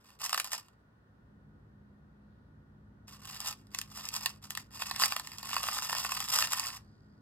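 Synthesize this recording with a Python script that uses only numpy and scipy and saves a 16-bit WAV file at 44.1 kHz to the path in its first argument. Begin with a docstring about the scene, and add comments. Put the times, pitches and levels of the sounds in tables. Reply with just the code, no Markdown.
"""A heavy metal chain clatters onto the steel platter of a small scale, dropped by a gloved hand.
After a pause the hand gathers it up and lifts it off. Colliding links tick and chatter, and their
impacts excite a few damped resonances of the thin platter. The desk, the hand and a small room
reflect the sound to a close pair of microphone ports, over the low hum of a machine."""
import sys
import numpy as np
from scipy import signal
from scipy.fft import rfft, irfft, next_fast_len
from scipy.io import wavfile
from scipy.ndimage import uniform_filter1d

SR = 44100
rng = np.random.default_rng(int(sys.argv[2]) if len(sys.argv) > 2 else 0)


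def waveform_to_disk(signal):
    """Save audio, clipped to [-1, 1], as 16-bit WAV at the path in sys.argv[1]."""
    frames = np.transpose(np.atleast_2d(signal))
    scaled = np.clip(frames, -1, 1) * 32767
    samples = np.round(scaled).astype(np.int16)
    wavfile.write(sys.argv[1], SR, samples)


N = 317961


def hard_knocks():
    """Impact excitation: clumps of links land hard on the heap and the platter."""
    # landings, levels before the trims: (time [s], clang [dB], thud [dB], tick [dB])
    landings = [(0.103, -49.5, -61, -61), (0.2154, -35.5, -43.5, -41.5), (0.261, -28, -45, -34.5),
                (0.2936, -30, -40, -37), (0.3288, -20.5, -27, -28.5), (0.3437, -19.5, -27.5, -31.5),
                (0.376, -21, -29.5, -32), (0.3982, -21, -34, -31), (0.4437, -33.5, -45, -38.5),
                (0.4733, -46, -50, -47), (0.5175, -34.5, -43, -39), (0.5305, -30, -43, -35),
                (0.6833, -53, -61, -64), (3.0804, -55, -55, -54), (3.253, -54, -49, -47),
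                (3.4028, -43, -46, -38), (3.5254, -33.5, -46, -45.5), (3.6686, -57, -74, -63.5),
                (3.7466, -27.5, -42.5, -36), (3.7868, -25, -42, -31.5), (3.8138, -31, -50.5, -37.5),
                (4.0531, -45, -48, -41.5), (4.0873, -34, -63, -35.5), (4.139, -33, -52, -36.5),
                (4.1634, -36, -40.5, -37), (4.259, -15, -35, -27.5), (4.505, -33, -45.5, -36.5),
                (4.5505, -28.5, -45, -41), (4.573, -24, -37.5, -36), (4.82, -21, -32.5, -38),
                (4.9108, -21.5, -34, -39.5), (4.961, -28.5, -45, -36.5), (4.9974, -29, -30.5, -33.5),
                (5.0195, -16.5, -26, -37), (5.035, -9.5, -28, -30.5), (5.1211, -18.5, -29.5, -36),
                (5.1635, -22, -30, -34), (5.1962, -26.5, -38, -38), (5.2716, -35, -52, -42),
                (5.3168, -32.5, -51, -48.5), (5.3835, -41, -48, -41.5), (5.4293, -30, -44, -43.5),
                (5.4916, -33.5, -42.5, -43), (5.53, -23, -32.5, -43), (5.5422, -30, -38, -37),
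                (5.5648, -17.5, -24.5, -36), (5.5804, -28, -40, -42), (5.6307, -29, -38, -34.5),
                (5.6373, -26.5, -33.5, -39), (5.6675, -31, -37, -40), (5.6853, -23, -27, -43),
                (5.7684, -36.5, -34, -45.5), (5.7857, -25, -30.5, -37), (5.8217, -31, -37, -38),
                (5.894, -26, -35.5, -53.5), (5.9277, -20.5, -27.5, -33), (5.9494, -32, -33, -36),
                (6.0472, -25, -31.5, -37.5), (6.0917, -29.5, -36.5, -42), (6.1191, -23.5, -30, -34.5),
                (6.1722, -34.5, -34.5, -37), (6.2025, -29.5, -37.5, -34), (6.336, -29.5, -35, -35),
                (6.3865, -29, -25.5, -26), (6.4228, -15.5, -29, -32), (6.4714, -27.5, -41, -39),
                (6.52, -25.5, -39, -34), (6.5322, -27.5, -29.5, -29), (6.5957, -32, -38, -30),
                (6.668, -42, -39, -36)]
    return impacts(landings, rise_s=0.0011, clang_db=13.5, thud_db=19.5, tick_db=26.5)


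def light_knocks(per_s=38, over_rubbing_db=15.5, spread_db=3.5, count=600):
    """Random impacts: single links land with a strength that follows the chain's motion."""
    when, chance = rng.random((count, 2)).T
    times = when * N / SR
    levels = motion_db(times)[:, None] + over_rubbing_db + spread_db * rng.standard_normal((count, 3))
    landings = np.column_stack([times, levels])[chance < per_s * N / SR / count]
    return impacts(landings, rise_s=0.00045, clang_db=2, thud_db=-5, tick_db=-1.5)


def impacts(landings, rise_s, clang_db, thud_db, tick_db, softness=1.6, size=600, count=600):
    """Convolution: each landing is a burst of micro-impacts that drives platter and link."""
    out = np.zeros(N)
    tick, thud, clang = impulse_responses()
    u = np.arange(size) / SR / rise_s
    for (s, *levels), grit in zip(landings, rng.choice([-1., 1.], (count, size))):
        force = grit * (u * np.exp(-u)) ** softness  # peaks at u = 1
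        for response, db, trim_db in zip((clang, thud, tick), levels, (clang_db, thud_db, tick_db)):
            add(out, s, amp(db + trim_db) * unit(np.convolve(force, response)))
    return out


def impulse_responses(low_hz=680, valley_hz=1550, top_hz=6000, size=1024):
    """Modal response to a blow: the link's tick, the platter's lowest mode (thud), its others (clang)."""
    # damped platter modes, lowest first: (frequency [Hz], bandwidth [Hz], relative level [dB])
    platter_modes = [(1112, 363, 0), (1796, 154, 4.5), (2567, 170, -3), (2860, 150, -2), (3780, 320, -13.5),
                     (4788, 267, 3)]
    # spectrum of one link hitting another: (frequency [Hz], relative level [dB])
    link_spectrum = [(300, -53), (700, -23.5), (1500, -28.5), (3000, -1), (4200, -4), (5000, 9), (5900, 1),
                     (6700, -0.5), (7700, -1), (8300, -3.5), (9200, -1), (11000, -5), (13000, -4.5),
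                     (15800, -9.5)]
    hz = np.fft.rfftfreq(2 * size, 1 / SR)
    modes = [amp(db) / np.sqrt(1 + (2 * (hz - f) / width) ** 2) for f, width, db in platter_modes]
    radiated = hz ** 4 / (hz ** 4 + low_hz ** 4)  # a small plate radiates no bass
    below = 1 / np.sqrt(1 + (hz / valley_hz) ** 12)  # neighbouring modes cancel between their peaks
    follows = 1 / np.sqrt(1 + (hz / top_hz) ** 8)  # the platter is too heavy to follow the top treble
    thud = radiated * below * modes[0]
    clang = (1 - below) * follows * np.sqrt(sum(mode ** 2 for mode in modes[1:]))
    return causal(amp(read(link_spectrum, hz))), causal(thud), causal(clang)


def rattle(tick_db=-1, thud_db=-3, clang_db=-2, shared=0.73, drag_slope=0.84):
    """Sliding friction: links rub in the heap, and many of their contacts also drive the platter."""
    t = np.arange(N) / SR
    rubbing_db = motion_db(t) + clumps_db(t)
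    dragging_db = -48 + drag_slope * (rubbing_db + 40)  # follows the rubbing, less steeply
    between = contacts(per_s=600, spread_db=2)
    beneath = shared * between + np.sqrt(1 - shared ** 2) * contacts(per_s=400, spread_db=7)
    tick, thud, clang = impulse_responses()
    links = signal.oaconvolve(between * amp(rubbing_db), amp(tick_db) * tick)
    platter = signal.oaconvolve(beneath * amp(dragging_db), amp(thud_db) * thud + amp(clang_db) * clang)
    return (links + platter)[:N]


def motion_db(t, swell_db=16, settle_db_per_s=324, creep_db=-17.5, creep_db_per_s=142):
    """Envelope of the friction: each stir swells, holds and settles as a few links creep; then the lift."""
    # finger pushes that stir the heap: (start [s], swell [s], hold [s], rubbing level [dB])
    stirs = [(-0.015, 0.047, 0.096, -64.5), (0.189, 0.054, 0.008, -35.5), (0.289, .02, 0.098, -39.5),
             (.443, 0.0037, 0.0086, -44.5), (0.504, 0.02, 0.018, -38.5), (0.565, .005, 0.012, -47.5),
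             (3.07, 0.011, .07, -54.5), (3.182, 0.082, 0.16, -48), (3.437, 0.038, 0.0066, -35.5),
             (3.704, 0.024, 0.1, -56), (3.869, 0.1, 0.11, -46), (4.11, 0.047, 0.014, -39),
             (4.184, .01, 0.1, -44.5), (4.418, 0.013, 0.0051, -45), (4.499, 0.0035, 0.0039, -48.5),
             (4.562, 0.013, 0.0032, -47), (4.704, 0.078, 0.26, -42.5), (4.976, 0.036, 0.046, -32),
             (5.078, 0.016, 0.11, -42.5)]
    # the chain unwinds upward until its end leaves the platter: (time [s], rubbing level [dB])
    lift = [(5.22, -51.5), (5.35, -53.5), (5.55, -39.5), (5.95, -39), (6.2, -35), (6.27, -42), (6.33, -30),
            (6.46, -35), (6.5, -47), (6.53, -35), (6.68, -41.5), (6.77, -49), (6.8, -66.5), (6.88, -88)]
    level = np.interp(t, *np.transpose(lift), left=-np.inf, right=-np.inf)
    for start, swell, hold, db in stirs:
        to_go = np.clip(1 - (t - start) / swell, 0, 1)
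        after = np.maximum(t - start - swell - hold, 0)
        settling = np.maximum(-settle_db_per_s * after, creep_db - creep_db_per_s * after)
        level = np.maximum(level, np.where(t >= start, db - swell_db * to_go + settling, -np.inf))
    return level


def clumps_db(t, turns_per_s=60, spread_db=4.5, count=2000):
    """Stick-slip: links catch and let go in clumps, so the rubbing surges and lulls at random."""
    surges = np.clip(rng.standard_normal(count), -2, 1)
    return spread_db * np.interp(t * turns_per_s, np.arange(count), surges)


def contacts(per_s, spread_db, rise_s=0.00099, count=12000, size=240):
    """Shot noise: brief random chatters of uneven strength add up to a force, held at steady power."""
    when, chance, rank = rng.random((count, 3)).T
    occurs = chance < per_s * N / SR / count
    strength = amp(spread_db * np.minimum(-np.log(rank), 3)) * occurs
    u = np.arange(size) / SR / rise_s
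    chatter = rng.standard_normal((count, size)) * u * np.exp(-u) * strength[:, None]
    at = (when * N).astype(int)[:, None] + np.arange(size)
    force = np.bincount(at.ravel(), chatter.ravel(), N)[:N]
    power = np.abs(uniform_filter1d(force ** 2, SR // 40))
    return force / np.sqrt(power + 1e-9)


def ringing(x, gain_db=7):
    """Resonance: a little of every blow lingers in the lightly damped modes of the metal."""
    # narrow modes of platter and links: (frequency [Hz], relative level [dB], 60 dB decay time [s])
    narrow_modes = [(640, -17, .1), (758, -18, .12), (826, -17, .14), (1012, -15, .12), (1091, -12, .14),
                    (1872, -21, .1), (2780, -14, .1), (3213, -14, .08), (4836, -15, .08), (5115, -16, .08),
                    (7861, -14, .06), (8857, -16, .06)]
    out = np.zeros(N)
    for hz, db, t60 in narrow_modes:
        radius = 10 ** (-3 / (t60 * SR))
        pole = radius * np.exp(2j * np.pi * hz / SR)
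        out += amp(db + gain_db) * 2 * signal.lfilter([1 - radius], [1, -pole], x).real
    return out


def shimmer(start_s=6.78, level_db=-77, fade_db_per_s=20, hz=4720, width_hz=600):
    """Weakly driven resonance: the hanging links barely touch and sound only their bright ring."""
    age = np.arange(N) / SR - start_s
    ring = signal.lfilter(*signal.iirpeak(hz, hz / width_hz, SR), contacts(per_s=500, spread_db=-2))
    return evened(ring) * (age > 0) * amp(level_db - fade_db_per_s * np.maximum(age, 0))


def glove(peak_s=2.35, half_length_s=0.19, level_db=-90):
    """Friction noise: cloth swishes once, faintly, as the hand nears the scale."""
    swell = np.exp(-((np.arange(N) / SR - peak_s) / half_length_s) ** 2)
    return amp(level_db) * swell * noise_band(hz=4020, width_hz=1800)


def reflections(x, first_s, t60, damping_hz=19000, turns_per_s=1.7):
    """Multipath echoes whose treble dies first; the paths change as chain and hand move."""
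    out = np.zeros(N)
    angle = 2 * np.pi * turns_per_s * np.arange(N) / SR
    lag = np.arange(SR // 2) / SR
    for weight in (np.cos(angle), np.sin(angle)):  # crossfade between two sets of paths
        taps = rng.choice([-1., 1.], len(lag)) * np.clip(lag / first_s - 1, 0, 1)
        hz, t, spectra = signal.stft(taps, SR, nperseg=128)
        fade = np.exp(-np.log(1000) * t / t60 * (1 + hz[:, None] / damping_hz))
        response = unit(signal.istft(spectra * fade, SR, nperseg=128)[1])
        out += signal.oaconvolve(x * weight, response)[:N]
    return out


def ports(x):
    """Path difference: near sound reaches the left port slightly early, and each port colours it."""
    # lead of the left port over the right: (frequency [Hz], phase [rad])
    phase_lead = [(0, 0), (500, -.5), (1000, -.45), (2050, .45), (2400, 2.0), (2800, 1.3), (3000, 2.5),
                  (3400, 1.7), (4400, 2.2), (4800, 1.75), (5300, 2.3), (5900, 3.2), (7700, 6.1),
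                  (10300, 9.4), (12400, 12.5), (14700, 15.6), (16100, 16.4)]
    # left port minus right: (frequency [Hz], level [dB])
    balance = [(500, -1.5), (1050, -3), (1700, 1), (2500, -1.5), (3000, -3.5), (4800, -3), (5600, 0),
               (16000, 0)]
    size = next_fast_len(N + SR // 10)
    hz = np.fft.rfftfreq(size, 1 / SR)
    phase = np.interp(hz, *np.transpose(phase_lead))
    left = amp(read(balance, hz) / 2) * np.exp(.5j * phase)
    return irfft(rfft(x, size) * np.array([left, 1 / left]), size)[:, :N]


def background(rumble_hz=450):
    """Time-varying gain: the recorder holds the bass of steady air and hum down for about a second."""
    # the recorder's gain on rumble and hum: (time [s], gain [dB])
    bass_gain = [(0, -13), (.8, -10.5), (1.05, -9), (1.3, -2.5), (7.2, -2)]
    t, hz = np.arange(N) / SR, np.fft.rfftfreq(N, 1 / SR)
    air = room_air(hz)
    rumble = irfft(rfft(air) / (1 + (hz / rumble_hz) ** 4), N)
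    return air - rumble + (rumble + hum(t)) * amp(np.interp(t, *np.transpose(bass_gain)))


def room_air(hz, level_db=-57.5):
    """Partial coherence: the room's noise is alike at both ports in the bass, less so higher up."""
    # noise spectrum of the air: (frequency [Hz], relative density [dB])
    spectrum = [(25, -30), (40, -15), (56, -3), (80, -5), (110, -1.5), (170, -10), (230, -8), (330, -16),
                (700, -27), (1500, -27.5), (2200, -42), (4500, -48), (7000, -56), (16000, -61)]
    # likeness of the air at the two ports: (frequency [Hz], correlation [-1 to 1])
    correlation = [(60, 1), (180, 0.92), (550, 0.28), (1650, -0.46), (4970, -0.21), (15000, 0.17)]
    left, independent = rfft(rng.standard_normal((2, N)))
    same = read(correlation, hz)
    right = same * left + np.sqrt(1 - same ** 2) * independent
    return amp(level_db) * evened(irfft(np.array([left, right]) * amp(read(spectrum, hz)), N))


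def hum(t, waver=0.41):
    """Slow random modulation: the tones of a machine in the room waver in amplitude and phase."""
    # machine tones: (frequency [Hz], rms level before waver and bass gain [dB])
    tones = [(60, -67.5), (102.5, -66), (150.3, -65), (205.5, -64), (263, -75.5), (899, -89.5)]
    knots = np.linspace(0, t[-1], num=40)
    out = np.zeros(N)
    for hz, db in tones:
        depth, drift = (waver * np.interp(t, knots, row) for row in rng.standard_normal((2, len(knots))))
        out += amp(db) * np.sqrt(2) * (1 + depth) * np.sin(2 * np.pi * hz * t + 2 * drift)
    return out


def whine():
    """Narrow-band noise: the machine's faint, wavering whine."""
    # bands of the whine: (centre [Hz], width [Hz], rms level [dB])
    bands = [(1453, 30, -81.5), (1830, 210, -84)]
    return sum(amp(db) * noise_band(hz, width) for hz, width, db in bands)


def noise_band(hz, width_hz):
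    """Noise in one Gaussian band, independent at each port, rms 1."""
    bell = np.exp(-2 * ((np.fft.rfftfreq(N, 1 / SR) - hz) / width_hz) ** 2)
    return evened(irfft(rfft(rng.standard_normal((2, N))) * bell, N))


def causal(gain, size=1024):
    """Minimum phase: a sharp-fronted impulse response with the given spectral shape, energy 1."""
    cepstrum = irfft(np.log(np.maximum(gain / gain.max(), 1e-5)))
    cepstrum[1:size] *= 2
    cepstrum[size + 1:] = 0
    return unit(irfft(np.exp(rfft(cepstrum)))[:size])


def amp(db):
    """Decibels to gain."""
    return 10 ** (np.asarray(db) / 20)


def evened(x):
    """Scales to rms 1."""
    return x / np.sqrt(np.mean(x ** 2) + 1e-20)


def unit(x):
    """Scales to energy 1."""
    return x / (np.linalg.norm(x) + 1e-20)


def read(points, hz):
    """Interpolates a table on a log-frequency axis."""
    f, value = np.transpose(points)
    return np.interp(np.log(hz + 1), np.log(f + 1), value)


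def add(mix, s, sound):
    """Lays a sound into the mix at time s."""
    part = mix[max(round(s * SR), 0):][:len(sound)]
    part += sound[:len(part)]


def scene(desk_db=-13, scatter_db=-15, room_db=-15):
    """Superposition: the chain heard directly, off the desk, scattered by the hand and in the room."""
    chain = hard_knocks() + light_knocks() + rattle() + shimmer()
    chain = chain + ringing(chain)
    near = ports(chain + amp(desk_db) * reflections(chain, first_s=0.001, t60=0.07))
    scattered = np.array([reflections(chain, first_s=0.00025, t60=0.11) for _ in range(2)])
    diffuse = np.array([reflections(chain, first_s=0.0006, t60=0.21) for _ in range(2)])
    ambience = background() + whine()
    return near + amp(scatter_db) * scattered + amp(room_db) * diffuse + glove() + ambience


def record(dry, cutoff_hz=16000):
    """Band limiting: a steep low-pass filter removes the highest treble."""
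    lowpass = signal.firwin(511, cutoff_hz, window=("kaiser", 9), fs=SR)
    return signal.oaconvolve(dry, lowpass[None], "same")


dry = scene()
out = record(dry)
waveform_to_disk(out)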